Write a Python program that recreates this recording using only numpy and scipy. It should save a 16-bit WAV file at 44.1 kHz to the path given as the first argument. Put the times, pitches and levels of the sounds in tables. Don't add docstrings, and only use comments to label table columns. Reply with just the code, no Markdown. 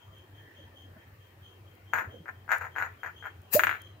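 import sys
import numpy as np
from scipy import signal
from scipy.io import wavfile

SR = 44100
rng = np.random.default_rng(int(sys.argv[2]) if len(sys.argv) > 2 else 0)


def transcribe(u):
    v = np.clip(np.atleast_2d(u).T, -1, 1)
    q = np.round(v * 32767).astype(np.int16)
    wavfile.write(sys.argv[1], SR, q)


def volts_from_decibels(level):
    exponent = np.asarray(level, float) / 20
    return 10 ** exponent


N = 176400


def rms_one(x):
    return x / np.sqrt(np.mean(x ** 2) + 1e-20)


def in_time(rows):
    s, *columns = np.transpose(rows)
    return [np.interp(np.arange(N) / SR, s, column) for column in columns]


def at_hz(points, hz):
    point_hz, values = np.array(points).T
    return np.interp(np.log(hz), np.log(point_hz), values)


def clicks(s, gain):
    out = np.full(N, 1e-18)
    np.add.at(out, (np.asarray(s) * SR).astype(int), gain)
    return out


def drift(rate):
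    r = np.exp(-80 * np.pi * rate / SR)
    slow = signal.lfilter([1], [1, -2 * r, r * r], rng.standard_normal(N // 40 + 2002))[2000:]
    return np.interp(np.arange(N) / 40, np.arange(len(slow)), rms_one(slow))


def ring(x, hz, t60):
    r, w = volts_from_decibels(-60 / (t60 * SR)), 2 * np.pi * hz / SR
    return signal.lfilter([0, np.sin(w)], [1, -2 * r * np.cos(w), r * r], x)


def peak(x, hz, width_hz):
    r = np.exp(-np.pi * width_hz / SR)
    b = np.array([1, 0, -1]) * (1 - r * r) / 2
    return signal.lfilter(b, [1, -2 * r * np.cos(2 * np.pi * hz / SR), r * r], x)


def low_pass(x, order, hz):
    return signal.sosfilt(signal.butter(order, hz, fs=SR, output="sos"), x)


def lean(x, db):
    return x * volts_from_decibels([[db / 2], [-db / 2]])


def banded_noise(spectrum, patchy_db, rate):
    # frequency in Hz, left-right likeness from 0 to 1.
    likeness = [(60, 0.99), (240, 0.89), (950, 0.29), (3770, 0.0), (15000, 0.05)]
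    # frequency in Hz, left-minus-right level in dB.
    port_lean = [(300, -1), (700, -.5), (2400, 3.5), (13000, 7)]
    lowest, highest = spectrum[0][0], spectrum[-1][0]
    edges = lowest * 2 ** np.arange(0, np.log2(highest / lowest) + .1, 1 / 5)
    out, white = 0, rng.standard_normal((2, 2, N))
    for k, (low, high) in enumerate(zip(edges, edges[1:])):
        band = signal.butter(2, [low, high], "band", fs=SR, output="sos")
        mid, side = signal.sosfilt(band, white[k % 2])
        hz = np.sqrt(low * high)
        alike = np.clip(at_hz(likeness, hz), -1, 1)
        pair = np.sqrt(1 + alike) * mid + np.sqrt(1 - alike) * side * [[1], [-1]]
        level = volts_from_decibels(at_hz(spectrum, hz) + patchy_db * drift(rate))
        out = out + level * lean(pair, at_hz(port_lean, hz))
    return rms_one(out)


def room(x):
    # delay in ms, gain.
    near_left = [(0.0, 0.99), (1.68, -0.21), (2.43, 0.17), (4.34, 0.33), (5.29, -0.17), (6.13, 0.37),
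                 (6.56, 0.17), (7.58, 0.19), (8.51, -0.19), (12.77, 0.24), (13.97, 0.14), (15.7, 0.11)]
    near_right = [(0.03, 0.35), (0.82, 0.12), (1.25, 0.08), (2.5, -0.11), (3.61, -0.09), (4.04, 0.24),
                  (5.02, -0.13), (6.92, 0.11), (9.05, 0.12), (11.37, -0.17), (12.14, -0.1), (13.61, 0.06)]
    t60_s, onset_s = 0.3, 0.01
    t, sides = np.arange(SR // 2) / SR, []
    for near, tail_db in [(near_left, -8.5), (near_right, -10)]:
        tail = rng.standard_normal(len(t)) * volts_from_decibels(-60 * t / t60_s) * np.clip(t / onset_s, 0, 1) ** 2
        tail = tail - .45 * peak(tail, 1450, 1450 / 2)
        response = volts_from_decibels(tail_db) * tail / np.sqrt(np.sum(tail ** 2))
        for delay_ms, gain in near:
            response[int(abs(delay_ms) * SR / 1000)] += gain
        sides.append(signal.fftconvolve(x, response)[:N])
    return np.array(sides)


def room_air():
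    # frequency in Hz, density in dB per Hz.
    air_colour = [(35, -12), (50, -5), (70, -9), (120, -5), (190, -8), (315, -1), (800, -6), (1700, -9),
                  (3000, -13), (3800, -40)]
    hiss_colour = [(3000, -12), (3600, 4), (5800, -0.5), (7000, -4.5), (9000, -4), (11500, -7.5),
                   (14000, -2.5), (16000, -28.5)]
    murmur = volts_from_decibels(-61.5 + 0.5) * banded_noise(air_colour, patchy_db=3.0, rate=5)
    return murmur + volts_from_decibels(-74.5) * banded_noise(hiss_colour, patchy_db=0.8, rate=3)


def fan_whine():
    # time in seconds, level in dB.
    whistle = [
        (0, -88),
        (.45, -64.5),
        (1.0, -69.5),
        (1.3, -78),
        (4, -103),
    ]
    whistle_db, = in_time(whistle)
    white = rng.standard_normal((2, N))
    return volts_from_decibels(whistle_db + 3.1 * drift(5.4)) * rms_one(peak(peak(white, 1770, 120), 1930, 300))


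def flame():
    # time in seconds, level in dB.
    flutter = [
        (0, -70.5),
        (.7, -62),
        (.92, -60),
        (1.15, -75.5),
        (1.95, -63),
        (2.15, -51.5),
        (2.35, -69),
        (3.5, -68.5),
        (3.65, -47.5),
        (3.85, -67),
    ]
    flutter_db, = in_time(flutter)
    return volts_from_decibels(flutter_db) * banded_noise([(130, -2.5), (320, 6.5), (800, -3.5)], patchy_db=7.5, rate=17.0)


def fan():
    fan_hz, width_hz, turn_s, gap_s, tone_share = 94, 30, .2512, .014, .55
    t = np.arange(N) / SR
    rough = rms_one(peak(peak(rng.standard_normal(N), fan_hz, width_hz), fan_hz, width_hz * 2))
    tone = np.sqrt(2) * np.sin(2 * np.pi * np.cumsum(fan_hz + 3 * drift(2.133)) / SR)
    throb = np.abs(np.sin(np.pi * (t - gap_s) / turn_s)) ** .7
    blades = tone_share * tone + (1 - tone_share) * rough
    return lean(volts_from_decibels(-52.5 + 3.5 + 0.5 * drift(2.5)) * throb * blades, 1.0)


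def cricket():
    # centre of the pulse in seconds, level in dB.
    chirps = [(.0, -60.5), (0.159, -58), (0.368, -58.5), (0.582, -56), (0.784, -55.5), (1.0, -67.5),
              (1.23, -65), (1.46, -55.5), (1.68, -65), (1.901, -59), (2.129, -57.5), (2.37, -68.5),
              (2.74, -62), (3.01, -63), (3.188, -52.5), (3.27, -70), (3.44, -67.5), (3.82, -55.5),
              (3.87, -67.5)]
    chirp_hz, width_hz, rise_s, fall_s = 3166, 65, 0.021, 0.064
    t = np.arange(N) / SR
    pulses = 0
    for s, db in chirps:
        pulses = pulses + volts_from_decibels(db) * np.exp(-.5 * ((t - s) / np.where(t < s, rise_s, fall_s)) ** 2)
    white = rng.standard_normal((2, 2, N))
    main = rms_one(peak(peak(white[0], chirp_hz, width_hz), chirp_hz, 300))
    side_band = volts_from_decibels(-19.5) * rms_one(peak(peak(white[1], 3390, 350), 3390, 350))
    octave = volts_from_decibels(-19.5) * rms_one(peak(peak(white[1], 6270, 330), 6570, 400))
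    return lean(0.81 * pulses * (main + side_band + octave), 3.4)


def slip_grit(slips):
    s, db = np.transpose(slips)
    hold = np.exp(-1 / (0.0097 * SR))
    load = np.minimum(signal.lfilter([1], [1, -hold], clicks(s, volts_from_decibels(db))), .14)
    tiny = rng.random(N) < 900 / SR
    return load, load * volts_from_decibels(-9) * tiny * rng.standard_normal(N)


def contact_knocks(slips, bounces, grit):
    unit = np.eye(1, 600)[0]
    wood = peak(peak(unit, 1460, 840), 1460, 840)
    frame = peak(peak(unit, 933, 876), 933, 876)
    wood, frame = wood / wood.max(), frame / frame.max()
    loaded = signal.lfilter(*signal.butter(4, 2400, fs=SR), wood + volts_from_decibels(-11) * frame)
    free = signal.lfilter(*signal.butter(4, 3330, fs=SR), wood + volts_from_decibels(-19) * frame)
    s, db = np.transpose(slips)
    hard = 1 / (1 + volts_from_decibels(2 * (-16 - db)))
    dull = low_pass(clicks(s, volts_from_decibels(db) * (1 - hard)) + grit, 2, 2040)
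    creak = np.roll(clicks(s, volts_from_decibels(db) * hard) + dull, int(.00033 * SR))
    s, db = np.transpose(bounces)
    chatter = clicks(s + .00045, volts_from_decibels(db))
    return (np.convolve(creak, loaded / loaded.max()) + np.convolve(chatter, free / free.max()))[:N]


def contact_squeaks(contacts, load, grit):
    # frequency in Hz, level in dB, decay t60 in seconds.
    squeak_modes = [(4410, -26.5, 0.0033), (6360, -27, 0.0033), (6890, -22, 0.0098), (12600, -23.5, 0.0011),
                    (14150, -16, 0.0052)]
    s, db = np.transpose(contacts)
    strikes = clicks(s + .00045, volts_from_decibels(1.58 * db + rng.normal(0, 1, len(s))))
    rub = signal.lfilter([.1], [1, -.99], strikes + 2.0 * load * np.abs(grit)) * rng.standard_normal(N)
    return sum(volts_from_decibels(mode_db) * ring(rub, hz, t60) for hz, mode_db, t60 in squeak_modes)


def joint_and_bounces():
    # start in seconds, level in dB.
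    creak_slips = [(1.9305, -24), (1.9348, -4), (1.9543, -10), (1.961, -13), (1.9672, -17), (1.9746, -18),
                   (1.979, -15), (1.9853, -8), (1.9937, -14), (2.0047, -18), (2.02, -20), (2.044, -21),
                   (2.2573, -28), (2.2637, -30), (2.2812, -21), (2.2894, -24), (2.4789, -26), (2.491, -16),
                   (2.4954, -20), (2.503, -19), (2.5064, -11), (2.5112, -15), (2.5168, -4), (2.5245, -7),
                   (2.534, -7), (2.5429, -13), (2.5491, -17), (2.5546, -16), (2.5621, -20), (2.6088, -22),
                   (2.6108, -19), (2.6149, -23), (2.6188, -24), (2.6232, -19), (2.6385, -28), (2.6424, -20),
                   (2.648, -19), (2.652, -22), (2.6633, -27),
                   (2.754, -26), (2.7618, -13), (2.7686, -16), (2.7833, -10), (2.7914, -20), (2.8, -14),
                   (2.8129, -14), (2.8233, -9), (2.8328, -19), (2.8415, -20), (2.849, -21), (2.8607, -25),
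                   (2.8755, -28), (3.0325, -15), (3.0441, -20), (3.0602, -18), (3.0729, -23), (3.0839, -24),
                   (3.0951, -28), (3.2253, -26), (3.2405, -23), (3.2543, -18), (3.259, -24), (3.2683, -25),
                   (3.2762, -28)]
    bounces = [
        (3.5938, 0),
        (3.6352, 0),
        (3.6691, -3),
        (3.6928, -6),
        (3.712, -10),
        (3.7269, -15),
        (3.739, -19),
        (3.7483, -20),
        (3.7552, -23),
        (3.7644, -28),
    ]
    slips = creak_slips
    load, grit = slip_grit(slips)
    knocks = contact_knocks(slips, bounces, grit)
    squeaks = contact_squeaks(slips + bounces, load, grit)
    return volts_from_decibels(-5) * (room(knocks) + lean(room(squeaks), 1.7))


def skin_thumps():
    # start in seconds, level in dB, frequency in Hz, decay t60 in seconds.
    thump_rows = [
        (2.072, -35.5, 92, 0.14),
        (2.201, -41, 166, 0.095),
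        (3.545, -21.5, 214, 0.024),
        (3.547, -38, 99, 0.33),
    ]
    return sum(peak(ring(clicks([s], volts_from_decibels(db)), hz, t60), hz, hz) for s, db, hz, t60 in thump_rows)


def skin_ticks():
    # start in seconds, peak level in dB.
    tick_rows = [
        (0.1838, -54),
        (1.7527, -53),
        (2.583, -35.5),
        (3.4183, -50.5),
        (3.8183, -38.5),
    ]
    s, db = np.transpose(tick_rows)
    burst = rng.standard_normal(300) * volts_from_decibels(-60 * np.arange(300) / SR / 0.0087)
    ticks = signal.fftconvolve(clicks(s, volts_from_decibels(db)), burst)[:N]
    return lean(1.4 * peak(ticks, 14000, 5000) + .15 * peak(ticks, 6000, 4000), 4.9)


def glass_ring():
    # frequency in Hz, level in dB, decay t60 in seconds.
    glass_modes = [
        (4050, -63, 1.5),
    ]
    return sum(ring(clicks([3.54], volts_from_decibels(db)), hz, t60) for hz, db, t60 in glass_modes) * volts_from_decibels(2 * drift(20))


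def leak_hiss():
    # time in seconds, level in dB.
    leak_curve = [
        (3.5, -71),
        (3.52, -40.5),
        (3.538, -16),
        (3.548, -18.5),
        (3.565, -23),
        (3.6, -39.5),
        (3.85, -74),
    ]
    # frequency in Hz, density in dB per Hz.
    leak_colour = [(600, -12), (900, -6.5), (2700, -18), (3600, -25), (4200, -16), (7100, -11),
                   (10200, -12), (13100, -2.5), (16000, 6.5)]
    # frequency in Hz, width in Hz, level in dB.
    gap_bands = [(1780, 290, -2.5), (2520, 540, -1), (4050, 170, -5), (4790, 120, -5.5), (5580, 120, -12),
                 (7060, 160, 0)]
    leak_db, = in_time(leak_curve)
    white = rng.standard_normal((2, N))
    gap = sum(volts_from_decibels(db) * rms_one(peak(peak(white, hz, width_hz), hz, width_hz)) for hz, width_hz, db in gap_bands)
    rush = banded_noise(leak_colour, patchy_db=1.5, rate=20)
    return volts_from_decibels(leak_db) * lean(rush + volts_from_decibels(-19) * gap, 2)


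def air_pop():
    # time in seconds, pitch in Hz, level in dB.
    pop_curve = [
        (3.5445, 400, -60),
        (3.549, 425, -33),
        (3.553, 455, -22),
        (3.557, 530, -18.5),
        (3.562, 600, -17.5),
        (3.569, 615, -15),
        (3.575, 620, -19),
        (3.58, 570, -31),
        (3.585, 630, -27),
        (3.605, 640, -42),
    ]
    hz, db = in_time(pop_curve)
    t = np.arange(N) / SR
    first_s, last_s = pop_curve[0][0], pop_curve[-1][0]
    gate = (t > first_s) * np.clip(1 - (t - last_s) / 0.032, 0, 1)
    pop = volts_from_decibels(db) * gate * np.sin(2 * np.pi * np.cumsum(hz) / SR)
    tail = rng.standard_normal(SR // 3) * volts_from_decibels(-60 * t[:SR // 3] / .28 - 46)
    return lean(pop + signal.fftconvolve(pop, tail)[:N], -5)


def cup():
    return skin_thumps() + skin_ticks() + glass_ring() + leak_hiss() + air_pop()


def shade(x):
    treble = signal.sosfiltfilt(signal.butter(4, 10000, "high", fs=SR, output="sos"), x[1])
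    return np.array([x[0], x[1] - .75 * treble])


def scene():
    left, right = room_air() + flame() + fan()
    background = np.array([np.roll(left, 8), right])
    return background + fan_whine() + cricket() + shade(joint_and_bounces() + cup())


def band_limit(x):
    return signal.sosfilt(signal.butter(12, 16470, fs=SR, output="sos"), x)


def record(dry):
    mix = signal.sosfilt(signal.cheby2(10, 40, 16200, fs=SR, output="sos"), dry)
    return band_limit(mix)


dry = scene()
out = record(dry)
transcribe(out)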